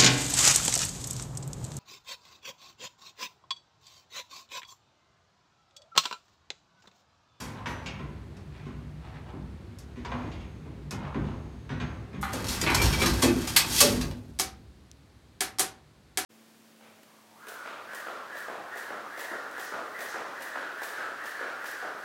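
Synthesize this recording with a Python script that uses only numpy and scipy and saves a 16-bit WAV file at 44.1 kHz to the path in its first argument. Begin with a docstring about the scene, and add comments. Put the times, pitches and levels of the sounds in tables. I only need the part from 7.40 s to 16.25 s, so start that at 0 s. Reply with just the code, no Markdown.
"""Inside an old lift car, small and hard-walled, on one microphone. The car rumbles up its shaft,
knocking and scraping against its guides while a lever pings out in the shaft, and stops at a landing.
Close by, the latch clacks twice and the steel scissor gate is dragged along its track, rollers grinding
and links rattling, then slammed into a stack. In the quiet afterwards a switch snaps four times, with
one tiny tick right at the microphone after the first snap. A faint hiss lies under it all."""
import sys
import numpy as np
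from scipy import signal
from scipy.fft import rfft, irfft
from scipy.io import wavfile
from scipy.ndimage import uniform_filter1d

SR = 44100
rng = np.random.default_rng(int(sys.argv[2]) if len(sys.argv) > 2 else 0)


def pcm_store(signal):
    """Save signal as 16-bit PCM."""
    levels = np.round(np.clip(np.atleast_2d(signal), -1, 1) * 32767)
    wavfile.write(sys.argv[1], SR, levels.astype(np.int16).T)


N = 390285
TIME = np.arange(N) / SR
TAIL = TIME[:SR]   # one second, for anything that rings out
GUIDE_HZ = 6480   # pitch at which the guides sing
STOP_S = 4.92   # the car reaches the landing
GRIP_S, RELEASE_S, FADE_S = 4.85, 7.06, 0.14   # the pull on the gate: start, end, fade at either end

# reverberation in the car and out in the shaft: frequency_hz, t60_s
CAR_REVERB = [(80, 0.98), (250, 0.53), (600, 0.4), (2000, 0.31), (6000, 0.2), (15000, 0.16)]
SHAFT_REVERB = [(200, 0.76), (1000, 0.94), (2500, 0.49), (6000, 0.23), (15000, 0.044)]
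# air and panel modes of the car: pitch_hz, width_hz, gain_db
CAR_RESONANCES = [(60, 14, 11), (107.4, 15, 6.5), (148, 12, 9.5), (196, 18, 8), (244, 7.2, 12),
                  (277.4, 16, 1.5), (326, 61, 4), (393, 11, 3), (525, 9.2, 2.5)]
# ringing of the steel parts: pitch_hz, relative_db, t60_s
GUIDE_RAIL_MODES = [(1036, -4.5, 0.33), (1110, -8, 0.26), (1580, -10.5, 0.3), (1870, -7, 0.23),
                    (2055, -8.5, 0.58), (2430, -1, 0.19), (6450, -2.5, .7)]
LEVER_MODES = [(2220, -1, .5), (2650, -7, 0.42), (4710, 5, .28), (6020, -6, .27), (6570, 1, .6)]
SWITCH_PLATE_MODES = [(289, -7.5, 0.35), (328, -4, 0.35), (391, 2, 0.24), (731, 4.5, 0.22),
                      (766, 1.5, 0.37), (1220, -4.5, 0.21), (1706, -2.5, 0.15), (2270, -0.5, 0.18),
                      (3180, 4, .08), (3881, -12, .2), (7660, -7, .1), (8550, 1, 0.11)]
GATE_LATCH_MODES = [(783, -4.5, 0.45), (1107, -2.5, 0.29), (1454, -8, .4), (1614, -4.5, .3),
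                    (2010, -2, .35), (2360, -5, .27), (2760, -5.5, .17)]
GATE_BAR_MODES = [(926, -8, .22), (1448, -7, .25), (2020, -3, .3), (2602, 0, .3), (3300, -4, .2),
                  (3765, -2, .25), (4048, -3, .22), (4527, -1, .25), (4814, 0, .2), (5474, 1, .22),
                  (6489, 0, .22), (7429, -2, .2), (8253, 0, .2), (9243, -4, .16)]
# tone colour of each source: frequency_hz, relative_db
HISS_SPECTRUM = [(100, -5), (250, -3.5), (500, -7), (1500, -12), (3000, -16.5), (4300, -15), (5500, -21.5),
                 (8000, -23.5), (12000, -29.5), (16000, -36.5)]
RUMBLE_SPECTRUM = [(22, -38.5), (32, -22.5), (45, -18), (70, 1), (120, -5.5), (220, -12.5), (400, -17.5),
                   (800, -28), (3000, -78.5)]
SHOE_SPECTRUM = [(150, -2), (500, -1), (1100, -2), (2100, -6), (4000, -14.5), (9000, -30.5), (16000, -43)]
RAIL_SPECTRUM = [(150, -29), (500, 1.5), (1050, 2.5), (1500, 0), (2300, -2.5), (3500, -7), (6500, -20.5),
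                 (9000, -27), (16000, -60)]
PANEL_SPECTRUM = [(30, -16.5), (70, -13), (140, -4.5), (240, -4.5), (400, -8.5), (600, -10.5), (1200, -25),
                  (4000, -62), (16000, -100)]
LEVER_SPECTRUM = [(500, -29), (1700, -9), (2400, 3), (3500, -3), (7000, -11), (9000, -26), (16000, -40)]
SWITCH_SPECTRUM = [(100, -8), (250, 0), (380, 0.5), (520, -2), (750, 0.5), (1800, 1.5), (2800, -1.5),
                   (4000, 1), (11500, 0), (13500, -7), (16000, -18)]
LATCH_SPECTRUM = [(150, -19.5), (550, -9.5), (850, 3), (1150, -0.5), (2000, -1.5), (2800, -8.5),
                  (4100, -8.5), (5000, -20.5), (9000, -33), (16000, -54.5)]
TRACK_SPECTRUM = [(20, -28), (30, -10.5), (40, 0), (70, -6), (110, -8.5), (200, -29.5), (800, -46)]
GATE_SPECTRUM = [(150, -14.5), (500, -8.5), (900, 0.5), (1700, -2), (3000, -2), (5000, -2.5), (7500, -5),
                 (10000, -6.5), (13000, -7.5), (16000, -24)]

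# the hoist hums and the guides sing: start_s, end_s, pitch_hz, width_hz, level_db
RIDE_WHINES = [(0.93, 2.22, 146, 14.6, -47), (3.2, 4.06, 146, 7.8, -42.5), (2.45, 3.3, GUIDE_HZ, 280, -74),
               (3.5, 4.6, GUIDE_HZ, 280, -75)]
# the car scrapes past something in the shaft: start_s, end_s, level_db, tilt_db_per_octave, hump_hz
SHAFT_SCRAPES = [(0.117, 0.25, -45.5, -2.5, 1000), (1.101, 1.254, -55, 1, 2100),
                 (1.6, 1.72, -51.5, -0.5, 800), (1.7, 1.81, -53, -0.5, 1890),
                 (1.848, 1.952, -50.5, -2.5, 890), (3.57, 3.723, -42.5, -3.5, 1050),
                 (3.8, 3.96, -48.5, -1, 1000)]
# a lever in the shaft is tripped: start_s, level_db, tilt_db_per_octave, hump_hz, chatter_s
LEVER_PINGS = [(.260, -49, -1, 6500, .004), (.461, -39, 1, 2600, 0.0047), (2.65, -49, 3.5, 4800, 0.0034),
               (2.916, -51, -1.5, 3280, 0.01), (3.003, -54, -2.5, 3400, .006)]
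# cams and latches of the passing landings flick past the car: start_s, level_db, tilt_db_per_octave, chatter_s
LANDING_FLICKS = [(0.271, -54.5, 4, 0.045), (0.968, -49, -5.5, 0.0031), (2.387, -48.5, 2, 0.0018),
                  (3.509, -36.5, -1, 0.0016)]
# the car knocks against its guides, which jolts its panels:
# start_s, clank_db, tilt_db_per_octave, hump_hz, chatter_s, jolt_db, panel_hz
GUIDE_KNOCKS = [(0.01, -43.5, -2, 800, .1, -42, 212), (0.259, -32, 0.5, 1730, 0.0041, -38, 230),
                (0.460, -42.5, 0.5, 2600, .006, -42, 200), (0.592, -44.5, -2.5, 1200, 0.0059, -38, 233),
                (1.255, -50, 1.5, 1100, 0.03, -38, 238), (1.925, -59, -5, 700, .025, -38.5, 164),
                (2.56, -52.5, 3, 2000, 0.039, -38, 239), (2.649, -37, -2, 1030, .0015, -47, 240),
                (2.717, -34.5, -2.5, 1036, 0.0018, -34.5, 238), (2.83, -51, -2.5, 893, 0.029, -36, 237),
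                (3.249, -54.5, -4.5, 700, 0.025, -40, 148), (3.515, -40.5, -0.5, 1100, 0.007, -35, 189),
                (3.745, -37, -2.5, 1400, 0.0037, -29, 209), (4.293, -40, 0.5, 1500, .025, -31, 201),
                (4.401, -37.5, 1, 1600, 0.01, -38, 274), (4.73, -48, 0.5, 2100, .035, -36, 197)]
# the switch takes up its play and snaps: start_s, level_db, hump_hz, chatter_s
SWITCH_SNAPS = [(6.989, -30, 5600, 0.0029), (6.9977, -21, 5580, 0.001), (8.006, -36, 4990, 0.0014),
                (8.0078, -23, 1597, .00033), (8.186, -31, 5000, 0.002), (8.195, -19, 8000, 0.00035),
                (8.7737, -23, 1530, 0.00024)]
# the latch opens and hits its stop: start_s, level_db, tilt_db_per_octave, hump_hz, chatter_s
LATCH_CLACKS = [(4.829, -29, 0.5, 1270, 0.013), (5.265, -24, 2.5, 2520, .022)]
# how hard the sliding gate shakes the car: time_s, level_db
CAR_SHAKE = [(4.85, -49), (4.87, -42), (5.14, -37.5), (5.18, -47), (5.21, -39.5), (5.47, -23), (5.5, -32.5),
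             (5.65, -29.5), (6.13, -45.5), (6.71, -33.5), (6.75, -46), (7.0, -53)]
# how hard the gate drags in its track: time_s, level_db
GATE_DRAG = [(4.9, -39.5), (5.06, -41), (5.228, -39.5), (5.34, -36.5), (5.45, -30.5), (5.51, -35),
             (5.69, -35.5), (5.968, -41), (6.396, -40), (6.524, -39), (6.694, -57), (6.8, -68.5)]
# a dry roller squeaks in its track: start_s, end_s, pitch_hz, width_hz, level_db
ROLLER_SQUEAKS = [(5.378, 5.445, 2330, 75, -29), (5.522, 5.565, 2320, 90, -33),
                  (5.585, 5.645, 2330, 75, -31.5), (5.31, 5.72, 5500, 170, -43),
                  (5.84, 5.92, 2590, 70, -37), (6.18, 6.27, 2500, 89.7, -38)]
# the gate's weight lands on the panels: start_s, level_db, tilt_db_per_octave, hump_hz, chatter_s
GATE_THUDS = [(4.935, -34.5, 4, 500, 0.038), (5.228, -31.5, 2.5, 320, 0.024), (5.27, -34.5, 7.5, 398, .03),
              (5.61, -27.5, -0.5, 335, 0.056), (5.832, -19, 2.5, 243, 0.027),
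              (5.96, -35.5, 0.5, 240, 0.049), (6.415, -24, 7, 582, 0.028), (6.44, -22, 5, 440, 0.021),
              (6.52, -28, 0, 240, 0.13)]
# steel on steel in the gate: start_s, level_db, tilt_db_per_octave, hump_hz, chatter_s
GATE_CLASHES = [(0.002, -40.5, -2, 6400, 0.057), (4.812, -44, 8, 7000, 0.037),
                (4.930, -35.5, 0.5, 6400, 0.015), (5.082, -31, 1.5, 5600, 0.07),
                (5.213, -25, .5, 6040, 0.0075), (5.238, -29, -4, 2800, .004),
                (5.346, -19.5, 0, 5800, .0055), (5.415, -26, .5, 4500, 0.035), (5.526, -29, -2, 3200, .022),
                (5.617, -22.5, -3, 2304, 0.016), (5.658, -23, -1, 4800, 0.012),
                (5.821, -20, -1.2, 7460, 0.021), (6.073, -30.5, 1, 5170, 0.025),
                (6.1625, -12.5, 2.5, 3190, .007), (6.169, -14, 2.5, 5260, 0.0046),
                (6.404, -12.5, 1, 6020, 0.007), (6.4115, -13.5, 2.5, 6794, 0.0046),
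                (6.611, -32, -2, 5200, 0.01), (6.712, -41, -4, 4000, 0.0014)]


def from_db(db):
    """Decibels to gain."""
    return 10 ** (np.asarray(db) / 20)


def rms_one(x):
    """Scale to unit rms."""
    return x / np.sqrt(np.mean(x ** 2) + 1e-20)


def unit_energy(x):
    """Scale a response so that it passes white noise at unchanged level."""
    return x / np.sqrt(np.sum(x ** 2) + 1e-20)


def steady(x, window_s):
    """Even out the slow swells of a noise, holding its rms near 1."""
    return x / np.sqrt(np.abs(uniform_filter1d(x ** 2, int(window_s * SR))) + 1e-20)


def gain_curve(rows):
    """Gain over time from rows of time_s, level_db."""
    return from_db(np.interp(TIME, *np.transpose(rows)))


def at_hz(points, hz):
    """Read a table on a log-frequency axis."""
    frequencies, values = np.transpose(points)
    return np.interp(np.log(hz), np.log(frequencies), values)


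def through(x, response):
    """Causal convolution, length kept."""
    return signal.fftconvolve(x, response)[:len(x)]


def colour(spectrum, tilt_db=0, hump_hz=1000, hump_db=0, hump_octaves=1, size=4096):
    """Minimum-phase response of a spectrum, tilted per octave, with one resonant hump."""
    hz = np.maximum(np.fft.rfftfreq(size, 1 / SR), 10)
    hump = hump_db * np.exp(-(np.log2(hz / hump_hz) / hump_octaves) ** 2)
    magnitude = from_db(at_hz(spectrum, hz) + tilt_db * np.log2(hz) + hump)
    cepstrum = irfft(np.log(magnitude))
    cepstrum[0] = 0
    return unit_energy(irfft(np.exp(rfft(2 * cepstrum[:size // 2], size))))


def noise(spectrum):
    """Gaussian noise of a given spectrum."""
    return through(rng.standard_normal(N), colour(spectrum))


def reverberation(decay, count=9):
    """Dense reflections: noise that dies at its own pace in each band."""
    white, hz = rfft(rng.standard_normal(SR)), np.arange(SR // 2 + 1)
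    centres_hz = np.geomspace(60, 15000, count)
    bands = [irfft(white * np.interp(hz, centres_hz, share)) for share in np.eye(count)]
    fades = [from_db(-60 * TAIL / at_hz(decay, centre)) for centre in centres_hz]
    return unit_energy(sum(band * fade for band, fade in zip(bands, fades)))


def body(modes, decay, ring_db, direct_db, mismatch=0, count=1):
    """Responses of like parts at the microphone: direct crack, each part's own ring, and reflections."""
    crack = from_db(direct_db) * signal.unit_impulse(SR)
    dying = [(hz, from_db(db - 60 * TAIL / t60)) for hz, db, t60 in modes]
    responses = []
    for size in np.exp(mismatch * rng.standard_normal(count)):
        ring = sum(rng.choice([-1, 1]) * fade * np.sin(2 * np.pi * hz / size * TAIL)
                   for hz, fade in dying)
        responses.append(crack + from_db(ring_db) * unit_energy(ring) + reverberation(decay))
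    return responses


def boom(x):
    """The car's low modes lift narrow bands of whatever shakes it."""
    return x + sum(from_db(db) * signal.lfilter(*signal.iirpeak(hz, hz / width, fs=SR), x + 1e-18)
                   for hz, width, db in CAR_RESONANCES)


def contacts(per_s, spread_db, size):
    """Randomly timed tiny impacts of uneven strength."""
    touching = rng.random(size) < per_s / SR
    strength = from_db(spread_db * np.clip(rng.standard_normal(size), -2, 2))
    return touching * strength * rng.choice([-1, 1], size)


def blows(rows, responses, spectrum, bounces_per_s, first_db, hump_db, hump_octaves, window_s):
    """Each blow is a first contact and a dying chatter of bounces; its loudest moment sets its level."""
    out = np.zeros(N + SR)
    rebounded = TAIL > .0015   # no bounce in the first 1.5 ms
    for k, (start_s, db, tilt_db, hump_hz, chatter_s) in enumerate(rows):
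        force = contacts(bounces_per_s, 3.6, SR) * rebounded * np.exp(-TAIL / chatter_s)
        force[0] = from_db(first_db)
        coloured = through(force, colour(spectrum, tilt_db, hump_hz, hump_db, hump_octaves))
        hit = through(coloured, responses[k % len(responses)])
        loudest = np.sqrt(uniform_filter1d(hit ** 2, int(window_s * SR)).max())
        start = round(start_s * SR)
        out[start:start + SR] += from_db(db) * hit / loudest
    return out[:N]


def swells(rows, rise_s):
    """Power of the swells after blows (start_s, level_db): each tops after rise_s and dies away."""
    out = np.zeros(N + 2 * SR)
    age = np.arange(2 * SR) / SR / rise_s
    shape = (age * np.exp(1 - age)) ** 2
    for start_s, db in rows:
        start = round(start_s * SR)
        out[start:start + 2 * SR] += from_db(db) ** 2 * shape
    return out[:N]


def hiss(level_db=-62):
    """A faint, steady noise floor."""
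    return from_db(level_db) * noise(HISS_SPECTRUM)


def drone(running_db=-44, idle_db=-62.5, coast_db_per_s=5, sway_db=-6.5):
    """The car drones, swelling as each jolt sways it, and after the stop sinks toward an idle rumble."""
    running = from_db(running_db - coast_db_per_s * np.maximum(TIME - STOP_S, 0))
    sway = swells([(s, jolt_db + sway_db) for s, *_, jolt_db, _ in GUIDE_KNOCKS], rise_s=0.11)
    level = np.sqrt(running ** 2 + sway + from_db(idle_db) ** 2)
    return level * steady(boom(noise(RUMBLE_SPECTRUM)), 0.14)


def guide_shoes(level_db=-59, scrape_db=-17, braking_s=.4):
    """The shoes rub along the rails until the car stops, harder after each knock."""
    moving = np.interp(TIME, [STOP_S, STOP_S + braking_s], [1, 0])
    scrape = swells([(s, clank_db + scrape_db) for s, clank_db, *_ in GUIDE_KNOCKS], rise_s=0.099)
    return moving * np.sqrt(from_db(level_db) ** 2 + scrape) * rms_one(noise(SHOE_SPECTRUM))


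def singing(rows):
    """Friction feeds a narrow resonance: a wavering tone that swells and fades."""
    out = np.zeros(N)
    for start_s, end_s, hz, width_hz, db in rows:
        peak = signal.iirpeak(hz, hz / width_hz, fs=SR)
        band = signal.lfilter(*peak, signal.lfilter(*peak, rng.standard_normal(N)))
        progress = np.clip((TIME - start_s) / (end_s - start_s), 0, 1)
        out += from_db(db) * steady(band, 2 / width_hz) * np.sqrt(np.abs(np.sin(np.pi * progress)))
    return out


def rail_scrapes(grains_per_s=700):
    """Outside the car, gritty contacts swell and fade on the rails, each scrape at its own pitch."""
    rail = body(GUIDE_RAIL_MODES, SHAFT_REVERB, ring_db=-15.5, direct_db=2.5)[0]
    out = np.zeros(N + SR)
    for start_s, end_s, db, tilt_db, hump_hz in SHAFT_SCRAPES:
        pressure = np.sin(np.pi * np.clip(TAIL / (end_s - start_s), 0, 1))
        grains = pressure * contacts(grains_per_s, 4, SR)
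        tone = colour(RAIL_SPECTRUM, tilt_db, hump_hz, hump_db=5, hump_octaves=.35)
        grit = through(through(grains, tone), rail)
        loudest = np.sqrt(uniform_filter1d(grit ** 2, SR // 12).max())
        start = round(start_s * SR)
        out[start:start + SR] += from_db(db) * grit / loudest
    return out[:N]


def shaft_lever():
    """Off in the shaft a small steel lever is tripped and rings high, more reflected than direct."""
    lever = body(LEVER_MODES, SHAFT_REVERB, ring_db=-15.5, direct_db=-13, count=2)
    return blows(LEVER_PINGS, lever, LEVER_SPECTRUM, bounces_per_s=1800, first_db=7,
                 hump_db=3, hump_octaves=0.21, window_s=0.026)


def flicks(hump_hz=6230):
    """Cams and latches of the passing landings flick past: short, thin ticks."""
    bars = body(GATE_BAR_MODES, CAR_REVERB, ring_db=-13, direct_db=-8)
    rows = [(s, db, tilt_db, hump_hz, chatter_s) for s, db, tilt_db, chatter_s in LANDING_FLICKS]
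    return blows(rows, bars, GATE_SPECTRUM, bounces_per_s=2100, first_db=7,
                 hump_db=7, hump_octaves=0.54, window_s=0.011)


def jolts(rows):
    """Soft, heavy blows make the panels boom around the microphone."""
    panels = boom(signal.unit_impulse(SR) + from_db(-2.5) * reverberation(CAR_REVERB))
    return blows(rows, [panels], PANEL_SPECTRUM, bounces_per_s=910, first_db=0.5,
                 hump_db=8.5, hump_octaves=0.12, window_s=0.028)


def guide_knocks(jolt_lag_s=0.01012, jolt_tilt_db=-2.5, jolt_chatter_s=0.027):
    """The car hits its guides: the rails clank in the shaft and the panels answer just after."""
    rails = body(GUIDE_RAIL_MODES, SHAFT_REVERB, ring_db=-7, direct_db=-13, mismatch=.025, count=6)
    clank_rows = [clank for *clank, _, _ in GUIDE_KNOCKS]
    jolt_rows = [(s + jolt_lag_s, jolt_db, jolt_tilt_db, panel_hz, jolt_chatter_s)
                 for s, *_, jolt_db, panel_hz in GUIDE_KNOCKS]
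    clanks = blows(clank_rows, rails, RAIL_SPECTRUM, bounces_per_s=960, first_db=9,
                   hump_db=2.5, hump_octaves=0.33, window_s=0.014)
    return clanks + jolts(jolt_rows)


def tick(start_s=7.515, gain_db=-26.5, decay_s=0.00036):
    """One tiny dry tick close to the microphone."""
    age = np.maximum(TIME - start_s, 0)
    burst = rng.standard_normal(N) * (age > 0) * np.exp(-age / decay_s)
    treble = signal.butter(2, [3200, 8000], "band", fs=SR, output="sos")
    return from_db(gain_db) * signal.sosfilt(treble, burst + 1e-18)


def switch(tilt_db=1.18):
    """Inside the car, a sprung contact cracks against its mounting plate."""
    plate = body(SWITCH_PLATE_MODES, CAR_REVERB, ring_db=-4.5, direct_db=-7, count=3)
    snaps = [(s, db, tilt_db, hump_hz, chatter_s) for s, db, hump_hz, chatter_s in SWITCH_SNAPS]
    return blows(snaps, plate, SWITCH_SPECTRUM, bounces_per_s=1300, first_db=1.5,
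                 hump_db=3.5, hump_octaves=0.59, window_s=0.018)


def latch():
    """The heavy latch clacks open, then hits its stop; both blows ring out into the shaft."""
    lever = body(GATE_LATCH_MODES, SHAFT_REVERB, ring_db=-10.5, direct_db=-5.5, count=2)
    return blows(LATCH_CLACKS, lever, LATCH_SPECTRUM, bounces_per_s=1100, first_db=6.0,
                 hump_db=8, hump_octaves=0.26, window_s=.035)


def shaken_car(drag, track_db=-3.5, floor_db=1, settle_s=0.52):
    """The sliding gate shakes panels, track and floor; the deep rumble outlasts the pull."""
    shaking = np.interp(TIME, [GRIP_S, GRIP_S + FADE_S, RELEASE_S, RELEASE_S + settle_s], [0, 1, 1, 0])
    track = from_db(track_db) * steady(boom(noise(TRACK_SPECTRUM)), 0.076)
    floor = from_db(floor_db) * steady(boom(noise(RUMBLE_SPECTRUM)), 0.27)
    panels = drag * steady(boom(noise(PANEL_SPECTRUM)), .1)
    return shaking * gain_curve(CAR_SHAKE) * (track + floor) + panels


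def rollers(drag, bar, gain_db=-1.5):
    """The rollers grind in the track, heard dully through a bar of the gate."""
    lowpass = signal.butter(2, 2600, fs=SR, output="sos")
    dull = unit_energy(signal.sosfilt(lowpass, through(bar, colour(GATE_SPECTRUM))))
    grinding = steady(contacts(150, 5.5, N), 0.04)
    return through(from_db(gain_db) * drag * grinding, dull)


def pivots(drag, bars, clinks_per_s=28, gain_db=-8):
    """Single pivots clink now and then as the gate is dragged."""
    clinks = sum(through(drag * contacts(clinks_per_s / len(bars), 2.8, N), bar) for bar in bars)
    tone = colour(GATE_SPECTRUM, hump_hz=4800, hump_db=3.5, hump_octaves=.7)
    return from_db(gain_db) * np.sqrt(SR / clinks_per_s) * through(clinks, tone)


def jingle(level, bars, tilt_db):
    """Loose links touch, each on one of several bars; the higher the level, the denser the touches."""
    highpass = signal.butter(2, 3800, "high", fs=SR, output="sos")
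    thin = signal.sosfilt(highpass, colour(GATE_SPECTRUM, tilt_db))
    touches = level * steady(contacts(80 + 25000 * level, 5.5, N), 0.021)
    touched_bar = rng.integers(0, len(bars), N)
    return sum(through(touches * (touched_bar == k), unit_energy(through(bar, thin)))
               for k, bar in enumerate(bars))


def links(drag, bars, gain_db=-7.5, loosening_db_per_s=3.5):
    """The links jingle more as the gate gathers speed, surge as the lattice closes up, then settle."""
    closed_s, closed_db = 6.395, -19.5
    closing_db_per_s, settling_db_per_s = 152, 155
    sliding = from_db(gain_db + loosening_db_per_s * (TIME - GRIP_S)) * drag
    below_db = np.maximum(closing_db_per_s * (closed_s - TIME), settling_db_per_s * (TIME - closed_s))
    closing = from_db(closed_db - below_db)
    return jingle(sliding, bars[1::2], tilt_db=-0.5) + jingle(closing, bars[::2], tilt_db=-1.3)


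def clashes(bars, crack_db=-7):
    """Steel hits steel, adding a dry crack to the ring of the bars."""
    struck = [bar + from_db(crack_db) * signal.unit_impulse(SR) for bar in bars]
    return blows(GATE_CLASHES, struck, GATE_SPECTRUM, bounces_per_s=7000, first_db=2.0,
                 hump_db=3.5, hump_octaves=0.65, window_s=0.011)


def gate():
    """Close by, the scissor gate's eight bars are dragged along the track and slammed into a stack."""
    pulling = np.interp(TIME, [GRIP_S, GRIP_S + FADE_S, RELEASE_S - FADE_S, RELEASE_S], [0, 1, 1, 0])
    drag = pulling * gain_curve(GATE_DRAG)
    bars = body(GATE_BAR_MODES, CAR_REVERB, ring_db=-12.5, direct_db=-5, mismatch=.004, count=8)
    rattle = rollers(drag, bars[0]) + links(drag, bars) + pivots(drag, bars[::2])
    return rattle + shaken_car(drag) + jolts(GATE_THUDS) + singing(ROLLER_SQUEAKS) + clashes(bars)


def scene():
    """The ride, the gate and the switch, heard in mono from inside the car."""
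    ride = drone() + guide_shoes() + guide_knocks() + singing(RIDE_WHINES)
    passing = rail_scrapes() + shaft_lever() + flicks()
    landing = latch() + gate() + switch() + tick()
    return (ride + passing + landing + hiss())[None]


def record(dry, low_cut_hz=38, high_cut_hz=16200, ceiling=.85):
    """The microphone drops the deepest bass and rounds the highest peaks; the top is cut steeply."""
    thinned = signal.sosfilt(signal.cheby1(8, .5, low_cut_hz, "high", fs=SR, output="sos"), dry)
    rounded = ceiling * np.tanh(thinned / ceiling)
    return signal.sosfilt(signal.ellip(10, .2, 80, high_cut_hz, fs=SR, output="sos"), rounded)


dry = scene()
out = record(dry)
pcm_store(out)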